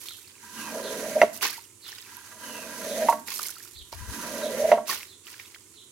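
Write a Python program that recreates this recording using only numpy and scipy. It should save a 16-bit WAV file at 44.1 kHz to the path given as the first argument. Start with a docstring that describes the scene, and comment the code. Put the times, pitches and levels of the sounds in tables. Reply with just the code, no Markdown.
"""A floor squeegee is pushed three times over a soaked rug on a tiled patio.
Its rubber blade hisses, rasps and faintly squeals through the wet pile; friction makes the hollow
head hum, then the head knocks down off the rug's edge. Thrown water splatters on the tiles, and
drops tick and ring as bubbles while the head is lifted back. A bird chirps far off in steady air."""
import sys
import numpy as np
from scipy import signal
from scipy.fft import rfft, irfft, next_fast_len
from scipy.io import wavfile

SR = 44100
rng = np.random.default_rng(int(sys.argv[2]) if len(sys.argv) > 2 else 0)


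def generate_wav(signal):
    """Clip the signal to [-1, 1] and save it as 16-bit WAV at the path in sys.argv[1]."""
    frames = np.transpose(np.atleast_2d(signal))
    scaled = np.clip(frames, -1, 1) * 32767
    pcm = np.round(scaled).astype(np.int16)
    wavfile.write(sys.argv[1], SR, pcm)


N = 260631
TIME_S = np.arange(N) / SR

# Outdoor air. Each row: frequency in Hz, gain in dB.
AIR_SPECTRUM = [(25, -11), (55, -7.5), (95, 11), (150, -2), (250, -0.5), (370, 8), (520, -6), (720, -15.5),
                (1000, -5), (1600, -14), (3000, -8), (5000, -10.5), (7000, 2), (10000, -5), (14000, -21)]
# Air puffs on the left port. Each row: peak in seconds, level in dB, Gaussian width in seconds.
AIR_PUFFS = [(3.806, -45.5, 0.034), (3.966, -42, 0.025), (4.02, -31, 0.014), (4.098, -34, 0.019)]
# Water thrown by a push or shed by the lifted head. Each row: peak in seconds, splatter in dB,
# spray in dB, rise in seconds, decay in seconds.
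WATER_SHOWERS = [(0.05, -45.5, -41, .03, .11), (0.29, -53.5, -72, .04, 0.14),
                 (1.219, -42.5, -39, 0.0047, 0.018), (1.35, -47, -38, 0.015, .06),
                 (1.433, -28, -30, .011, 0.068), (1.92, -43, -49.5, .055, 0.17),
                 (3.097, -49, -40, .01, .06), (3.29, -38, -35, .015, 0.15), (3.43, -40, -33.5, .035, .065),
                 (3.62, -50, -46.5, .045, 0.14), (3.925, -39, -45, .003, .025),
                 (4.908, -28.5, -31.5, 0.02, .06), (5.33, -45, -50.5, 0.05, 0.17)]
# Sheets of water slapping down. Each row: start in seconds, level in dB, decay in seconds.
WATER_SHEETS = [(1.425, -26.5, .016), (1.454, -34.5, .018), (3.281, -32, 0.0065), (3.316, -31.5, 0.0054),
                (3.434, -46, 0.012), (4.891, -34, 0.011), (4.932, -40.5, 0.022), (5.265, -43, 0.0065),
                (5.392, -41.5, 0.012), (5.544, -40.5, 0.0055)]
# Coarse splatter and fine spray on tile. 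Each row: frequency in Hz, gain in dB.
SPLATTER_SPECTRUM = [(100, -22), (400, -8), (750, -13.5), (1100, -6.5), (1600, -0.5), (2200, 2),
                     (2900, -0.5), (3600, -1.5), (4800, 0), (6500, -4.5), (9000, -25.5), (16000, -8)]
SPRAY_SPECTRUM = [(2000, -14.5), (5000, -2), (6500, 1), (8500, -4), (11000, -1), (13000, 0), (16000, -11.5)]
# Bird calls. Each row: start in seconds, level in dB.
BIRD_CHIRPS = [(0.05, -39.5), (0.81, -37.5), (1.81, -41), (2.86, -40), (3.73, -41), (4.39, -37.5),
               (5.06, -47.5), (5.74, -46.5)]
# Loudest single drops. Each row: start in seconds, level in dB, pitch in Hz, t60 in cycles.
LOUD_DROPS = [(0.086, -16, 3330, 12), (1.411, -16.5, 2430, 8.6), (1.43, -15, 1540, 24),
              (1.459, -21, 1560, 14), (1.58, -34, 919, 49), (1.927, -28.5, 1760, 25),
              (2.169, -24, 12000, 39), (3.283, -14, 1900, 7.4), (3.319, -15.5, 4000, 7),
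              (3.395, -12, 1240, 8.9), (3.436, -20.5, 4200, 29), (3.485, -11.5, 6600, 11),
              (3.493, -30.5, 1440, 24), (3.566, -36, 1330, 37), (3.604, -33.5, 1750, 24),
              (4.894, -21, 1105, 64), (4.93, -17, 1570, 12), (5.031, -13.5, 2330, 5.1),
              (5.269, -23.5, 2900, 12), (5.342, -34, 1640, 26), (5.398, -24.5, 2290, 19.5),
              (5.546, -25, 2100, 13), (5.561, -27, 1540, 7.8)]
# Pushes. Each row: arrival at the rug's edge in seconds, duration in seconds, time under full weight
# in seconds, effort in dB, final shove in dB.
STROKES = [(1.215, 0.768, 0.62, -44.5, 1.9), (3.074, 0.97, 0.63, -47, 6), (4.703, 0.715, 0.56, -43, -0.2)]
# Hiss of the wet pile. Each row: frequency in Hz, gain in dB.
PILE_SPECTRUM = [(300, -13.5), (800, -7), (1250, -8), (2200, -2), (3200, -4), (4100, 0.5), (5400, -2),
                 (6400, -1), (8200, -5), (9200, -7), (10500, -2.5), (12000, -5), (14000, -8.5),
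                 (16000, -10.5)]
# Resonances of the sliding lip and head. Each row: frequency in Hz, width in Hz, level in dB.
LIP_SIZZLE_MODES = [(3067, 130, 1), (5170, 110, -9), (6180, 500, 6), (9500, 76, -12), (10000, 440, -2.5)]
HEAD_RASP_MODES = [(975, 47, 2), (1160, 85, -7), (1390, 47, -3), (1590, 66, 1), (1950, 61, -4.5),
                   (2580, 430, -14.5)]
# The wet lip biting. Each row: start in seconds, duration in seconds, first and last pitch in Hz,
# level in dB.
LIP_SQUEALS = [(0.537, 0.22, 3040, 2245, -47.5), (0.577, 0.22, 1228, 784, -45.5),
               (2.403, .3, 3120, 2386, -47.5), (4.162, .16, 1496, 1160, -50)]
# Hum behind the lip, one curve per push. Each row: time in seconds, pitch in Hz, level in dB.
HUM_CURVES = [
    [(0.55, 487, -64), (0.704, 583, -50), (0.748, 627.3, -36), (0.816, 530, -36.5), (0.992, 518, -35),
     (1.098, 643, -34), (1.14, 591, -39), (1.17, 600.4, -20), (1.198, 596.5, -26)],
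    [(2.35, 641, -55), (2.396, 524.9, -65), (2.44, 572, -52), (2.608, 600.5, -44.5), (2.764, 575, -50),
     (2.87, 598.6, -35), (2.896, 567, -36), (3.05, 633, -25), (3.07, 641.7, -33)],
    [(4.08, 488.6, -54.5), (4.204, 516.5, -55), (4.25, 641, -42.5), (4.43, 564, -35.5),
     (4.458, 609.3, -30.5), (4.538, 531, -34.5), (4.658, 614, -18), (4.676, 604, -28.5), (4.695, 599, -21)],
]
# At 1.1665 and 4.642 s the lip judders and the hollow head briefly hums, just before the rug's edge;
# the other rows are knocks on tile. Each row: start in seconds, level in dB, most excited pitch in Hz,
# crack in dB, build-up in cycles, hand damping as a factor on the decay rate.
JUDDERS_AND_KNOCKS = [(1.1665, -21.5, 610, -46.5, 4, 0.9), (1.2157, -6.5, 660, -0.5, 1.06, 0.98),
                      (1.2335, -4.5, 512, -20.5, 0.48, 3.1), (3.086, -10, 915, -15.5, 1.3, 0.7),
                      (3.124, -15.5, 1170, -14, 1.5, 1.1), (3.128, -26, 620, -40, 0.84, 0.6),
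                      (3.928, -36, 870, -23, 0.16, 1.3), (4.642, -25, 600, -36.5, 2.2, 1.45),
                      (4.7162, -1, 610, -13, 2.9, 1.07), (4.738, -18.5, 680, -17.5, .5, 0.71),
                      (4.774, -21.5, 640, -19, 1.1, .6), (4.779, -23.5, 1155, -22, 0.83, 1.03)]
# Ringing of the head. Each row: frequency in Hz, level in dB, t60 in seconds.
HEAD_RING_MODES = [(220, -7.5, 0.2), (442, -11, 0.16), (617.8, 0.5, 0.082), (631, -19, 0.24),
                   (683, 0, 0.092), (756, -5.5, 0.07), (942, 4.5, 0.063), (1096, -9, 0.11),
                   (1125, -13.5, .2), (1380, -8, .04), (1872, -21.5, 0.076), (2020, 3, 0.023),
                   (2137, -5, .04), (2740, -8.5, 0.033), (5200, -23.5, 0.032), (6100, -23, 0.077)]
# Tile and wall reflections, left list then right. Each row: delay in seconds, gain in dB.
NEAR_REFLECTIONS = [
    [(.00158, -19), (.0049, -15.5)],
    [(.00162, -27), (.0049, -18)],
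]
# Likeness of the two microphone ports. Each row: frequency in Hz, correlation (clipped to 0..1 in use).
PORT_LIKENESS = [(50, -0.16), (150, 1.4), (600, 0.3), (1200, 0.96), (2200, 0.21), (4000, 0.08),
                 (16000, 0.43)]
# Shading of the left port. Each row: frequency in Hz, left minus right in dB.
PORT_SHADOW = [(100, -1), (250, -5), (600, -2.45), (1000, -3.5), (1900, -0.5), (2700, -5.5), (4000, -5),
               (5200, -7.5), (6800, -4), (8700, -14), (11000, -13.5), (15000, -9.5)]


def from_db(db):
    """Decibels to gain."""
    return 10 ** (np.asarray(db) / 20)


def unit_rms(x):
    """Scale to rms 1."""
    return x / np.sqrt(np.mean(x ** 2) + 1e-20)


def at_hz(points, hz):
    """Read a spectrum on a log-frequency axis."""
    points_hz, value = np.transpose(points)
    return np.interp(np.log(np.maximum(hz, 1)), np.log(points_hz), value)


def colour(x, spectrum, size=4096):
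    """Minimum-phase filter with a given dB spectrum."""
    cepstrum = irfft(np.log(from_db(at_hz(spectrum, np.fft.rfftfreq(size, 1 / SR)))))
    cepstrum[1:size // 2] *= 2
    cepstrum[size // 2 + 1:] = 0
    impulse = irfft(np.exp(rfft(cepstrum)))
    return signal.oaconvolve(np.atleast_2d(x), impulse[None], axes=1)[:, :N]


def butter(x, hz, kind="low", order=2):
    """Butterworth filter."""
    return signal.sosfilt(signal.butter(order, hz, kind, fs=SR, output="sos"), x)


def drift(rate_hz):
    """Random wander, rms 1."""
    knots = rng.standard_normal(int(N / SR * rate_hz * 2) + 2)
    return unit_rms(np.interp(TIME_S * rate_hz * 2, np.arange(len(knots)), knots))


def resonance(x, hz, width_hz):
    """Two-pole band-pass, peak gain 1."""
    r = np.exp(-np.pi * width_hz / SR)
    feedback = [1, -2 * r * np.cos(2 * np.pi * hz / SR), r * r]
    return signal.lfilter(np.array([1, 0, -1]) * (1 - r * r) / 2, feedback, x + 1e-18)


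def body(x, modes):
    """Parallel resonances (Hz, width in Hz, dB), each applied twice for deep valleys."""
    return unit_rms(sum(from_db(db) * resonance(resonance(x, hz, 2 * width_hz), hz, 2 * width_hz)
                        for hz, width_hz, db in modes))


def grains(per_s, spread_db):
    """Two independent trains of uneven clicks, steady mean power."""
    chance = np.clip(per_s / SR, 1e-4, 1)
    sizes = from_db(spread_db * np.minimum(rng.exponential(1, (2, N)), 4))
    hits = rng.random((2, N)) < chance
    return unit_rms(hits * sizes * rng.choice([-1, 1], (2, N)) / np.sqrt(chance))


def widen(pair):
    """Wide source: the ports hear similar low tones but different treble."""
    size = next_fast_len(N)
    alike = np.clip(at_hz(PORT_LIKENESS, np.fft.rfftfreq(size, 1 / SR)), 0, 1)
    mid, side = rfft(pair, size)
    ports = np.sqrt(1 + alike) * mid + np.sqrt(1 - alike) * side * [[1], [-1]]
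    return unit_rms(irfft(ports, size)[:, :N])


def add(out, start_s, sound):
    """Mix in a short sound."""
    start = max(0, round(start_s * SR))
    out[..., start:start + sound.shape[-1]] += sound[..., :N - start]


def noise_band(hz, width_hz):
    """Narrow noise about a steady or moving centre."""
    wobble = butter(rng.standard_normal((2, N)), width_hz / 2)
    swing = wobble[0] + 1j * wobble[1]
    swing = swing / np.sqrt(np.abs(swing) + np.std(swing))   # friction limits the largest swings
    carrier = np.exp(2j * np.pi * np.cumsum(hz * np.ones(N)) / SR)
    return unit_rms(np.real(swing * carrier))


def held(start_s, end_s, release_s, attack_s=0.04):
    """Gain 1 from start to end, exponential flanks outside."""
    early_s, late_s = np.maximum(0, start_s - TIME_S), np.maximum(0, TIME_S - end_s)
    return np.exp(-early_s / attack_s - late_s / release_s)


def outdoor_air():
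    """Steady air, plus low puffs mainly on the left port."""
    air = from_db(-55.5) * widen(colour(rng.standard_normal((2, N)), AIR_SPECTRUM))
    puffs = sum(from_db(db) * np.exp(-.5 * ((TIME_S - peak_s) / width_s) ** 2)
                for peak_s, db, width_s in AIR_PUFFS)
    return air + puffs * noise_band(76, width_hz=42) * from_db([[0], [-22]])


def showers(trickle_splatter_db=-69.5, trickle_spray_db=-68.5):
    """Splatter and spray gains: showers swell fast and thin slowly over the rug's steady trickle."""
    power = from_db([[trickle_splatter_db], [trickle_spray_db]]) ** 2
    for peak_s, splatter_db, spray_db, rise_s, decay_s in WATER_SHOWERS:
        age_s = TIME_S - peak_s
        shape = np.exp(-.5 * (np.minimum(age_s, 0) / rise_s) ** 2 - np.maximum(age_s, 0) / decay_s)
        power = power + (from_db([[splatter_db], [spray_db]]) * shape) ** 2
    return np.sqrt(power)


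def bursts(per_s, decay_s, steady):
    """Gain that jumps with each random clump of drops, then decays; rms 1."""
    clumps = (rng.random(N) < per_s / SR) * rng.uniform(.3, 1, N)
    return unit_rms(steady + signal.lfilter([1], [1, -np.exp(-1 / (decay_s * SR))], clumps + 1e-18))


def bubbles(per_s, q=36, count=24):
    """Small bubbles, each size ringing briefly at its own pitch."""
    clicks = grains(per_s, spread_db=5.5)
    size_index = rng.integers(0, count, N)
    pitches_hz = np.geomspace(1000, 9000, count) * np.exp(rng.normal(0, 0.023, count))
    return unit_rms(sum(resonance(clicks * (size_index == k), hz, hz / q)
                        for k, hz in enumerate(pitches_hz)))


def splashes(bubbles_db=-2, slap_db=-6):
    """Water lands as many small impacts, denser in harder splashes; heavy water adds a low slap."""
    sheets, t = np.zeros(N), TIME_S[:SR // 8]
    for start_s, db, decay_s in WATER_SHEETS:
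        add(sheets, start_s, from_db(db) * (np.exp(-t / decay_s) - np.exp(-t / .0015)))
    coarse, mist = showers()
    splatter_gain = sheets + coarse * bursts(per_s=140, decay_s=0.0053, steady=0.95)
    spray_gain = mist * bursts(per_s=200, decay_s=0.0038, steady=0.26)
    flow = np.sqrt(splatter_gain / splatter_gain.max())
    impacts = grains(per_s=2500 + 6000 * flow, spread_db=4)
    bubbling = unit_rms(colour(bubbles(per_s=500 + 1400 * flow), SPLATTER_SPECTRUM))
    splatter = unit_rms(colour(impacts, SPLATTER_SPECTRUM)) + from_db(bubbles_db) * bubbling
    spray = widen(colour(grains(per_s=8000 + 8000 * flow, spread_db=0), SPRAY_SPECTRUM))
    slap = body(widen(impacts), [(420, 120, -8.5), (1030, 270, -1.5), (1490, 110, -3)])
    return (widen(splatter) + from_db(slap_db) * flow * slap) * splatter_gain + spray * spray_gain


def bird(top_hz=4400, end_hz=3150, length_s=0.11):
    """Distant raspy chirps, falling in pitch, with strong echoes."""
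    pitch_hz, gain = np.full(N, float(top_hz)), np.zeros(N)
    for start_s, db in BIRD_CHIRPS:
        along = (TIME_S - start_s) / length_s
        on = (along > 0) & (along < 1)
        pitch_hz[on] = top_hz + (end_hz - top_hz) * along[on]
        gain[on] = from_db(db) * np.sin(np.pi * along[on])
    warble_hz = 290 * drift(200)
    song = gain * np.sin(2 * np.pi * np.cumsum(pitch_hz + warble_hz) / SR)
    return wall_reverb(np.array([song, song]), t60_s=0.39, wet_db=2, delay_s=.004)


def stray_drops(count=2, span_s=.15, db=-36, fall_db_per_s=49, low_hz=1320, high_hz=2600, cycles=21):
    """Random stragglers after each shower, fainter the later they fall; rows as in LOUD_DROPS."""
    rows = []
    for peak_s, *_ in WATER_SHOWERS:
        for k, (when, size) in enumerate(rng.random((count, 2))):
            late_s = span_s * (k + when) / count
            hz = high_hz * (low_hz / high_hz) ** size
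            rows.append((peak_s + late_s, db - fall_db_per_s * late_s, hz, cycles))
    return rows


def drops(rise=0.032, tick_db=-13, tick_s=0.00046):
    """Each drop ticks on wet tile and traps a bubble whose pitch rises as it dies."""
    out, t = np.zeros((2, N)), TIME_S[:SR // 10]
    for start_s, db, hz, cycles in LOUD_DROPS + stray_drops():
        age = t * hz / cycles
        pitch_hz = hz * (1 + rise * np.minimum(2 * age, 2))
        bubble = from_db(-60 * age) * np.sin(2 * np.pi * np.cumsum(pitch_hz) / SR)
        tick = from_db(tick_db) * rng.standard_normal((2, len(t))) * np.exp(-t / tick_s)
        add(out, start_s, from_db(db) * (bubble + tick) * (1 - np.exp(-t * hz)))
    return out


def effort(weight_power, shove_power, release_s, full_db=-43, light_db=-8.5, lean_s=0.08, shove_s=.34):
    """Gain over each push: the blade rests lightly, is leaned on, then is shoved to the edge."""
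    out = 0
    for edge_s, stroke_s, weighted_s, db, shove_db in STROKES:
        light = np.clip((edge_s - weighted_s - TIME_S) / lean_s, 0, 1)
        shove = np.sin(np.pi / 2 * np.clip(1 - (edge_s - TIME_S) / shove_s, 0, 1))
        weight_db = db - full_db + light_db * light
        gain = from_db(weight_power * weight_db + shove_power * shove_db * shove)
        out = out + gain * held(edge_s - stroke_s, edge_s, release_s)
    return out


def blade_hiss():
    """Wet tufts flick past the rubber lip: fine fizz plus a resonant sizzle."""
    fizz = unit_rms(colour(widen(grains(per_s=14000, spread_db=4.5)), PILE_SPECTRUM))
    sizzle = body(widen(grains(per_s=5700, spread_db=6.5)), LIP_SIZZLE_MODES)
    gain = effort(weight_power=0.87, shove_power=1, release_s=.06)
    return (fizz + from_db(-5.5) * sizzle) * gain * from_db(-40.5 + drift(20))


def blade_rasp(brightening_s=0.41, bright_hz=1960, bright_width_hz=420):
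    """Tufts rasp in the head; the rasp brightens toward the end of each push."""
    dull = body(widen(grains(per_s=2200, spread_db=3.5)), HEAD_RASP_MODES)
    bright = body(widen(grains(per_s=3300, spread_db=2)), [(bright_hz, bright_width_hz, 0)])
    nearing = sum(np.clip(1 - (edge_s - TIME_S) / brightening_s, 0, 1) * held(0, edge_s, release_s=.1)
                for edge_s, *_ in STROKES)
    rasp = dull * from_db(-4 * nearing) + from_db(-1.5) * nearing * bright
    gain = effort(weight_power=0.85, shove_power=0.45, release_s=0.083)
    return rasp * gain * from_db(-40 + 2 * drift(25))


def head_drone():
    """Low friction drone of the head, rising steeply with effort."""
    drone = unit_rms(noise_band(228, width_hz=29) + from_db(3.5) * noise_band(270, width_hz=120))
    return from_db(-42) * drone * effort(weight_power=1.79, shove_power=1.4, release_s=.1)


def lip_squeals(width_hz=260):
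    """A narrow resonance sinks as more of the lip is pressed into the rug."""
    out = np.zeros(N)
    for start_s, length_s, first_hz, last_hz, db in LIP_SQUEALS:
        along = np.clip((TIME_S - start_s) / length_s, 0, 1)
        pitch_hz = first_hz + (last_hz - first_hz) * along
        out += from_db(db) * np.sin(np.pi * along) * noise_band(pitch_hz, width_hz)
    return out


def hollow_hum(lock_db=-30, lower_ratio=.8, edge_rise=.12, opening_s=.022):
    """Friction makes the hollow behind the lip hum: breathy when weak, nearly a tone when strong."""
    times_s, hz, db = np.vstack(HUM_CURVES).T
    gate = sum(held(curve[0][0], curve[-1][0], release_s=.01, attack_s=0.034) for curve in HUM_CURVES)
    swing = from_db(np.interp(TIME_S, times_s, db)) * gate
    # the hollow opens at the rug's edge, lifting its pitch
    opening = sum(np.exp(-np.abs(TIME_S - edge_s) / opening_s) for edge_s, *_ in STROKES)
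    pitch_hz = np.interp(TIME_S, times_s, hz) * (1 + edge_rise * opening)
    tone = noise_band(pitch_hz, width_hz=60)
    upper = noise_band(pitch_hz, width_hz=140)
    lower = noise_band(pitch_hz * lower_ratio, width_hz=70)
    shell = body(grains(per_s=620, spread_db=3.5)[0], [(465, 50, -5.5), (640, 18, -0.5)])
    breathy = unit_rms(upper + from_db(-8) * lower + from_db(-1.5) * shell)
    locked = swing ** 2 / (swing ** 2 + from_db(lock_db) ** 2)
    return swing * (np.sqrt(locked) * tone + np.sqrt(1 - locked) * breathy)


def judders_and_knocks(reach_octaves=0.27, crack_hz=1300, low_modes_db=-18, bend=0.03, bend_s=0.0087):
    """A lip judder or a knock on tile rings the head's modes; trapped water squirts out."""
    out, t = np.zeros((2, N)), TIME_S[:SR // 3]
    hz, mode_db, t60_s = np.transpose(HEAD_RING_MODES)[:, :, None]
    # water loads the head; pitch bends up as it is shed
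    phase = 2 * np.pi * hz * (t - bend * bend_s * (1 - np.exp(-t / bend_s)))
    for start_s, db, pitch_hz, crack_db, build_cycles, damping in JUDDERS_AND_KNOCKS:
        attack = 1 - np.exp(-t * hz / build_cycles)
        rings = from_db(mode_db - 60 * damping * t / t60_s) * np.sin(phase) * attack
        near = np.exp(-.5 * (np.log2(hz / pitch_hz) / reach_octaves) ** 2)
        strength = near + from_db(np.where(hz > crack_hz, crack_db, low_modes_db))
        wet_noise = unit_rms(butter(rng.standard_normal((2, len(t))), [350, 2600], "band"))
        squirt = from_db(-21 + crack_db / 2) * wet_noise * np.exp(-t / 0.022)
        add(out, start_s, from_db(db) * ((strength * rings).sum(0) + squirt))
    return butter(out + 1e-18, 160, "high")   # no bass below 160 Hz under the knocks


def early_echoes(pair):
    """Close reflections ripple the spectrum."""
    return np.array([
        x + sum(from_db(db) * np.interp(TIME_S - delay_s, TIME_S, x, left=0) for delay_s, db in echoes)
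        for x, echoes in zip(pair, NEAR_REFLECTIONS)])


def wall_reverb(x, t60_s, wet_db, delay_s):
    """House walls add a dull scatter of echoes."""
    t = TIME_S[:SR // 2]
    tail = rng.standard_normal((2, len(t))) * from_db(-60 * t / t60_s) * (t > delay_s)
    tail /= np.sqrt(np.sum(tail ** 2, axis=1, keepdims=True))
    tail = butter(tail, 4500, order=1)
    return x + from_db(wet_db) * signal.oaconvolve(x, tail, axes=1)[:, :N]


def scene():
    """Squeegee and water on the patio; bird and air behind."""
    sliding = blade_hiss() + blade_rasp() + hollow_hum() + head_drone()
    close = from_db(-1) * early_echoes(sliding + splashes()) + lip_squeals()
    patio = wall_reverb(close + judders_and_knocks() + drops(), t60_s=0.45, wet_db=-19, delay_s=0.0078)
    return patio + from_db(-4.5) * bird() + outdoor_air()


def record(dry, ceiling=.95, cutoff_hz=16000):
    """The left port is shaded, most in the treble; peaks are rounded and the top is cut."""
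    ports = np.vstack([colour(x, [(hz, side * db / 2) for hz, db in PORT_SHADOW])
                       for x, side in zip(dry, (1, -1))])
    ports = ports / (1 + (ports / ceiling) ** 6) ** (1 / 6)
    return signal.sosfilt(signal.ellip(10, .2, 80, cutoff_hz, fs=SR, output="sos"), ports)


dry = scene()
out = record(dry)
generate_wav(out)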